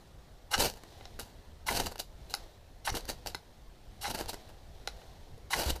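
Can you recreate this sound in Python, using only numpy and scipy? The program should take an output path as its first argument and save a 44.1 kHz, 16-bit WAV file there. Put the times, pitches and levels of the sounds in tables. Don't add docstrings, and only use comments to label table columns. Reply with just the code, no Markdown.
import sys
import numpy as np
from scipy import signal
from scipy.io import wavfile
from scipy.ndimage import uniform_filter1d, map_coordinates

SR = 44100
rng = np.random.default_rng(int(sys.argv[2]) if len(sys.argv) > 2 else 0)


def int16_out(signal):
    q = np.round(np.clip(np.atleast_2d(signal).T, -1, 1) * 32767)
    wavfile.write(sys.argv[1], SR, q.astype(np.int16))


def undo_db(level):
    steps = np.asarray(level, float) / 20
    return 10 ** steps


N = 255780


def evened(x):
    return x / np.sqrt(np.mean(x ** 2) + 1e-20)


def read(points, hz):
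    f, value = np.transpose(points)
    return np.interp(np.log(hz + 1), np.log(f + 1), value)


def coloured(x, points):
    db = read(points, abs(np.fft.fftfreq(8192, 1 / SR)))
    log_gain = np.log(undo_db(np.maximum(db, -100)))
    taps = np.fft.ifft(np.exp(np.conj(signal.hilbert(log_gain)))).real[:4096]
    return signal.oaconvolve(x, taps)[:len(x)]


def small(x, hz):
    return signal.sosfilt(signal.butter(2, hz, "highpass", fs=SR, output="sos"), x)


def ring(x, modes):
    out = np.zeros(len(x))
    for k, (hz, width, db) in enumerate(modes):
        r = np.exp(-np.pi * max(width, 30) / SR)
        poles = [1, -2 * r * np.cos(2 * np.pi * hz / SR), r * r]
        out += (-1) ** k * undo_db(db) * signal.lfilter([1 - r, 0, r - 1], poles, x)
    return out


LOW_HZ, HIGH_HZ = 2450, 7200


def bands(x):
    edges = [([LOW_HZ, HIGH_HZ], "bandpass"), (LOW_HZ, "lowpass"), (HIGH_HZ, "highpass")]
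    filters = [signal.butter(3, hz, kind, fs=SR, output="sos") for hz, kind in edges]
    return np.array([evened(signal.sosfilt(sos, x)) for sos in filters])


def wander(size):
    return evened(uniform_filter1d(uniform_filter1d(rng.standard_normal(N), size), size))


def grit(per_s, spread_db, flutter_db, flutter_size):
    size = undo_db(spread_db * np.minimum(rng.exponential(1, N), 4)) * rng.choice([-1., 1.], N)
    return size * (rng.random(N) < per_s / SR) * undo_db(flutter_db * wander(flutter_size))


def drifting(points, patchy_db):
    frames, hz = N // 512 + 5, np.fft.rfftfreq(2048, 1 / SR)
    a, b, patches = rng.standard_normal((frames, 1025, 3)).T
    patches = uniform_filter1d(patches, size=14, axis=0)
    patches = evened(uniform_filter1d(patches, size=6, axis=1))
    z = (a + 1j * b) * undo_db(read(points, hz)[:, None] + patchy_db * patches)
    return evened(signal.istft(z, nperseg=2048, noverlap=1536)[1][:N])


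def swells(rows, share, rise_db, cut, fall_shape):
    t, db = np.arange(0, N + 16, 16) / SR, -140.
    for s, top_db, rise_ms, fall_ms in rows:
        early = np.maximum(s - t, 0) * 1000 / rise_ms
        late = np.maximum(t - s, 0) * 1000 / fall_ms
        slope = share * (rise_db * early + 20 * late ** fall_shape)
        onset = np.minimum(early, 9) ** cut
        before = np.where(t < s, db, -140)
        db = np.maximum(before, top_db - slope - onset)
    return np.interp(np.arange(N) / SR, t, undo_db(db))


def bursts(rows, colour, boost_db):
    out, t = np.zeros(N + 2000), np.arange(2000) / SR
    noises = rng.standard_normal((len(rows), 2000))
    for (s, db, low_db, high_db, ms, *hz), noise in zip(rows, noises):
        decay = np.exp(-(t * 1000 / max(ms, .3)) ** 1.08)
        rattle = noise * decay * np.minimum(t / 0.00047, 1)
        parts = bands(colour(rattle, *hz))
        parts /= abs(parts).max(1)[:, None]
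        out[round(s * SR):][:2000] += undo_db(db + boost_db) * (undo_db([0, low_db, high_db]) @ parts)
    return out[:N]


# f/Hz, level/dB per Hz
YARD_COLOUR = [(12, -50), (22, 0), (67, -6), (100, -11), (270, -22), (700, -27), (950, -29.5), (1200, -34),
               (2900, -39.5), (4000, -39.5), (6500, -44), (12400, -49.5), (14700, -50), (16000, -64)]
YARD_DB = -51.5


def yard():
    return undo_db(YARD_DB) * drifting(YARD_COLOUR, 2.2)


WHINE_HZ, WHINE_DB = 14175, -81.5
WHINE_PER_S, WHINE_LAG = 29.965, .78


def whine():
    t = np.arange(N) / SR
    gate = uniform_filter1d(1. * ((t * WHINE_PER_S + WHINE_LAG) % 1 < .5), size=100)
    return undo_db(WHINE_DB) * gate * np.sin(2 * np.pi * WHINE_HZ * t)


# strongest t/s, level/dB, rise/ms, fall by 20 dB/ms
RUSTLE = [
    (0.0, -63.5, 10, 2500),
    (.95, -55.5, 350, 1000),
    (1.87, -54, 180, 190),
    (2.41, -55.5, 420, 300),
    (3.02, -56, 130, 1002),
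    (4.31, -53.5, 500, 505),
    (5.01, -57, 700, 900),
    (5.69, -39.5, 94, 71),
]
# f/Hz, level/dB per Hz
RUSTLE_COLOUR = [(180, -44), (330, -5), (750, -3.5), (1300, -19.5), (1850, -14), (2440, -20.5),
                 (3200, -15.5), (4100, -13.5), (4900, -19), (5600, -19), (8000, -26.5), (12900, -29),
                 (15200, -33), (16000, -29)]
RUSTLE_FLOOR_DB = -67


def rustle():
    stirring = np.maximum(swells(RUSTLE, 0.76, 16, 3, 0.84), undo_db(RUSTLE_FLOOR_DB))
    fibres = grit(8000, 2.2, 0.69, flutter_size=300)
    return stirring * evened(coloured(fibres, RUSTLE_COLOUR))


# start t/s, tip reached t/s, pressure level/dB, relative rod chatter level/dB
STROKES = [
    (0.506, 0.535, -39, 0),
    (1.66, 1.685, -39, 1),
    (2.844, 2.868, -39.5, -6),
    (4.007, 4.039, -42, -8.5),
    (5.5, 5.532, -37.5, -2.5),
]
# length/ms, first level/dB, last level/dB, chatter level/dB
SKIDS = [
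    (24, -26, -36.5, -31.5),
    (19.7, -40, -42, -33),
    (33.9, -44, -38, -30.5),
    (41, -41, -39, -37.5),
    (25.6, -34, -42, -33),
]
BITE_S, BITE_DB, DRAG_DB = 0.0078, -25, -2.5
CHATTER_GROWS_DB, DRAG_BRIGHT_DB = 2.5, (-13, -5, -2.5)
CATCH_S, SKID_CHATTER_FADE_DB, SKID_BRIGHT_DB = 0.0051, -7, (-5, -11)


def hand():
    db = np.full((3, N), -140.)
    for (start, tip, drag_db, chatter_db), (ms, first_db, last_db, jolt_db) in zip(STROKES, SKIDS):
        s = [start, start + BITE_S, tip, tip + CATCH_S, tip + ms / 1000]
        drag = drag_db + np.array([BITE_DB, DRAG_DB, 0])
        shaking = drag + chatter_db + CHATTER_GROWS_DB * np.array([0, -.5, .5])
        blade = [*drag, first_db, last_db]
        rod = [*shaking, jolt_db, jolt_db + SKID_CHATTER_FADE_DB]
        fizz = [*(drag + DRAG_BRIGHT_DB), *(drag_db + np.array(SKID_BRIGHT_DB))]
        at = np.arange(round(s[0] * SR), round(s[-1] * SR))
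        db[:, at] = [np.interp(at / SR, s, c) for c in (blade, rod, fizz)]
    return uniform_filter1d(undo_db(db), size=40, axis=1)


# f/Hz, width/Hz, level/dB
SCRAPE = [(2850, 100, 6), (3940, 180, 7.5), (4440, 310, 2), (5550, 580, 2.5), (8270, 1000, -9.5),
          (8140, 120, -3), (10030, 1400, -4), (11150, 250, 3), (12500, 1000, -4.5)]
# f/Hz, width/Hz, level/dB
CHATTER = [(370, 130, -14.5), (836, 90, 4.5), (1515, 180, -3.5), (2104, 140, -4.5)]


def strokes():
    middle, low, high = hand()
    tearing = grit(14000, 4.2, 0.51, flutter_size=60)
    fine = bands(ring(tearing, SCRAPE) + undo_db(-13) * uniform_filter1d(tearing, size=3))
    chatter = evened(small(ring(grit(2500, 3.16, 2.4, flutter_size=80), CHATTER), 220))
    return middle * fine[0] + low * chatter + high * fine[2]


# t/s, length/ms, peak level/dB, slip rate f/Hz, second overtone level/dB
SQUEALS = [
    (.53, 8.6, -30, 830, -18),
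    (.5372, 13, -22.5, 720, 24),
    (1.6845, 11.4, -21.5, 1050, 1.5),
    (2.874, 10.1, -22, 940, -3.5),
    (4.044, 15, -31, 842, -7),
    (5.5315, 12.5, -18.5, 920, 2.5),
]
SQUEAL_GLIDE, SQUEAL_FADE_DB = .06, -3.5


def squeals():
    out, jitter, strength = np.zeros(N), wander(size=30), undo_db(0.48 * wander(size=45))
    for s, ms, db, hz, second_db in SQUEALS:
        at = round(s * SR) + np.arange(round(ms / 1000 * SR))
        glide = 1 + SQUEAL_GLIDE * np.linspace(-.5, .5, len(at))
        turns = np.cumsum(hz * glide * (1 + 0.14 * jitter[at])) / SR
        train = np.zeros(len(at))
        for k, overtone_db in enumerate([0, second_db, -9, -11, -13, -20]):
            lag = .09 * k * k
            train += undo_db(overtone_db) * np.cos(2 * np.pi * ((k + 1) * turns + lag))
        fade = signal.windows.tukey(len(at), .3) * undo_db(np.linspace(0, SQUEAL_FADE_DB, len(at)))
        out[at] += undo_db(db) * train / abs(train).max() * strength[at] * fade
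    return small(out, 530)


# t/s, peak level/dB, f/Hz, t60/s
THUMPS = [
    (0.965, -34, 91.5, 0.034),
    (0.566, -26, 45, 0.055),
    (1.72, -42, 59.6, .07),
    (2.916, -38, 54.4, 0.092),
    (2.942, -21, 296, 0.019),
    (5.377, -34, 460, 0.022),
    (5.567, -30, 60, 0.088),
    (5.661, -25, 65.4, 0.35),
]


def thumps():
    out, t = np.zeros(N + SR), np.arange(SR // 2) / SR
    for s, db, hz, t60 in THUMPS:
        swing = np.sin(2 * np.pi * hz * t) * np.minimum(t / 0.0063, 1)
        out[round(s * SR):][:len(t)] -= undo_db(db - 60 * t / t60) * swing
    return out[:N]


def tabletop(x, ms, drift, share):
    late = ms / 1000 * SR * np.exp(drift * wander(size=900))
    return x + share * map_coordinates(x, [np.arange(N) - late], order=3)


# brightest t/s, burning
# level/dB, rise/ms, fall by 20 dB/ms, relative roar level/dB
FLARES = [(.57, -47, 14, 40, 3), (.604, -27, 17.6, 158, -1.5), (.658, -28.5, 12, 33, -1),
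          (1.708, -35.5, 12, 160, 0), (1.776, -31.5, 37, 17, -3.5), (1.802, -33.5, 17, 37, 0),
          (2.93, -48.5, 7.5, 60, -2), (2.951, -38, 3.8, 82, -1), (2.973, -36, 5.3, 24, -0.5),
          (4.115, -38.5, 33, 13, -1), (4.148, -40, 8.4, 36, 2.3), (4.183, -45, 12, 11, -5),
          (4.211, -41.5, 30, 34, 3), (5.609, -33.5, 54, 63, .6), (5.688, -41, 94, 25, 0.2),
          (5.706, -30, 15, 11.5, -4),
          (0.699, -48.5, 8, 51, 0), (.78, -58, 50, 20, 2.5), (1.199, -40, 4.2, 46, -2.7),
          (1.258, -61, 30, 110, 2.5), (1.845, -45, 21, 30, -11), (1.867, -40.5, 15, 30, 0.5),
          (1.922, -49.5, 14, 19, 3.5), (2.001, -32.5, 9.2, 15.3, -7.5), (2.308, -48, 8.5, 50, -8),
          (2.333, -52, 3.6, 11, -3), (3.102, -35, 17.4, 25, -2), (3.274, -41, 11.7, 47, -2),
          (4.297, -35, 13, 17, -4.5), (4.493, -59.5, 7.2, 28, 8), (5.764, -46, 11, 18, 3)]
# f/Hz, level/dB per Hz
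FIZZ = [(150, -4.5), (900, 1.5), (1150, -11), (1530, -4), (1900, -12), (2500, -15.5), (2850, -7.5),
        (3400, -18), (4000, -6.5), (4250, -10.5), (4600, -6), (5000, -11.5), (7300, -16), (13200, -14.5),
        (15600, -24)]
ROAR_SHARE, BRIGHT_DB, BRIGHT_SHARE = 0.87, -4.5, 1.16


def flares():
    crackle = tabletop(grit(11000, 3.4, 1.4, flutter_size=150), 0.321, 0.16, 0.2)
    burning = sorted(FLARES)
    burns = [row[:4] for row in burning]
    roars = [(s, db + roar_db, *shape) for s, db, *shape, roar_db in burning]
    parts = [(burns, 1), (roars, ROAR_SHARE), (burns, BRIGHT_SHARE)]
    gains = [swells(rows, share, 9.4, 6.1, 0.88) for rows, share in parts]
    return (gains * undo_db([[0], [0], [BRIGHT_DB]]) * bands(coloured(crackle, FIZZ))).sum(0)


# strongest t/s, level/dB, rise/ms, fall by 20 dB/ms
PUSH = [
    (.585, -35, 10, 196),
    (1.734, -31.5, 41, 39),
    (1.792, -37.5, 35, 160),
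    (2.916, -39, 36, 131),
    (3.035, -43, 13, 17),
    (4.098, -40.5, 31, 84),
    (4.27, -44, 150, 68),
    (4.344, -45, 15, 24),
    (5.582, -44, 30, 43),
    (5.7, -41, 37, 82),
]
# f/Hz, level/dB per Hz
PUSH_COLOUR = [(12, -9), (20, 6), (70, -5.5), (113, -2.5), (134, -14.5), (255, -14.5), (400, -20.5),
               (520, -14), (880, -120)]


def push():
    gain = uniform_filter1d(swells(PUSH, 0.85, 16, 4, 1.4), size=500)
    return gain * drifting(PUSH_COLOUR, 3.0)


# t/s, peak level/dB, relative knock level/dB, length/ms
POPS = [(0.5788, -21.5, -3, 1.7), (0.6075, -20, -34, 0.9), (0.6985, -26.5, -6, 1.8), (0.738, -38, 0, 1.6),
        (0.7728, -49, 6, 2.9), (.835, -41, 1.5, 3), (1.1905, -35.5, 3.5, 1.8), (1.7104, -30, 4, 3.8),
        (1.7725, -19.5, -5.5, 4.5), (1.7984, -22, -4.5, 5.6), (1.8598, -26, -9, 2.2),
        (1.867, -26.5, -1, 4.3), (1.957, -35, 3, 2.3), (1.9803, -36, -21, 1.6), (2.2982, -37.5, -18, 2.8),
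        (2.9415, -39, 11.5, 3), (2.9685, -25, -3, 2.8), (3.007, -37, -11, 2.4), (3.0532, -35, -6, 1.7),
        (3.261, -27, 0, 1.1), (3.271, -25, -17, 2.5), (4.0794, -29, -1, 3.9), (4.1475, -26, -0.5, 4.7),
        (4.1574, -31, -5, 2), (4.1884, -25, -5, 1.6), (4.2093, -28.5, -1, 2.8), (4.2584, -36, -0.5, 1.8),
        (4.3311, -35.5, 2, 7), (4.342, -31.5, 1.5, 2.7), (5.7018, -37, 5, 1.1)]
LOUD_DB, POP_BRIGHT_DB, POP_DULLING = -35, -5.5, -0.21


def pops():
    rows = []
    for s, db, knock_db, ms in POPS:
        bright_db = POP_BRIGHT_DB + POP_DULLING * (db - LOUD_DB)
        rows.append((s, db, knock_db, bright_db, ms))
    return bursts(rows, lambda x: coloured(x, FIZZ), -1.4)


# f/Hz, width/Hz, level/dB
STEEL = [(340, 150, -9.5), (780, 110, -0.5), (1480, 146, -6), (2030, 79, -8), (2940, 160, -10),
         (3470, 280, -22), (5170, 970, -6.5), (5450, 220, -2), (6500, 210, -29), (8000, 500, -46),
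         (9850, 880, -16), (11300, 600, -16), (12200, 510, -16), (14700, 710, -29)]


def steel(rattle, hz):
    blow = 1.3 * np.linalg.norm(rattle) * (np.arange(len(rattle)) == 20)
    ringing = ring(rattle + blow, STEEL + [(hz, 220, 3.5)])
    return small(ringing + 0.076 * uniform_filter1d(rattle, size=3), 230)


# t/s, peak level/dB, relative knock level/dB, relative brightness level/dB, loudest ring f/Hz
TAPS = [(1.009, -49.5, 8.5, -19, 4000), (1.0539, -35.5, -6, -30, 4000), (1.1957, -36, -1, 7, 4500),
        (2.3392, -17.5, -8.5, -11, 4510), (2.3491, -29.5, -17, 3, 4020), (2.9015, -24, -11, -9, 5740),
        (3.3464, -25.5, -2.5, -14, 4300), (3.3508, -30, -31, -4.5, 4000), (4.8741, -21, -6.5, -14, 4120),
        (4.8853, -35.5, -19, -9, 4020), (5.0167, -55, 6.5, -15, 3000), (5.379, -59, -10, 5, 3400)]
CONTACT_MS = 2.85


def taps():
    return bursts([(*row[:4], CONTACT_MS, row[4]) for row in TAPS], steel, 2.3)


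# f/Hz, t60/s
SHELTER = [(250, 0.16), (1700, 0.15), (4600, 0.17), (12000, 0.15)]


def shelter(x):
    echoes = np.zeros(SR // 3)
    at = np.arange(350, len(echoes) - 20, 20)
    echoes[at + rng.integers(0, 20, len(at))] = rng.choice([-1., 1.], len(at))
    hz, t, z = signal.stft(echoes, SR, nperseg=256)
    tail = signal.istft(z * undo_db(-60 * t / read(SHELTER, hz)[:, None]), SR, nperseg=256)[1]
    return signal.fftconvolve(x, tail / np.linalg.norm(tail))[:N]


def scene():
    near = strokes() + squeals() + flares() + taps() + pops()
    under = push() + thumps() + rustle() + yard() + whine()
    return (near + undo_db(-13) * shelter(near) + under)[None]


def top_cut(x):
    return signal.sosfilt(signal.butter(12, 16180, fs=SR, output="sos"), x)


EDGE_HZ = 15280


def record(dry):
    lowpass = signal.firwin(1023, EDGE_HZ, window=("kaiser", 7), fs=SR)
    limited = signal.oaconvolve(dry, lowpass[None], "same")
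    return top_cut(limited)


dry = scene()
out = record(dry)
int16_out(out)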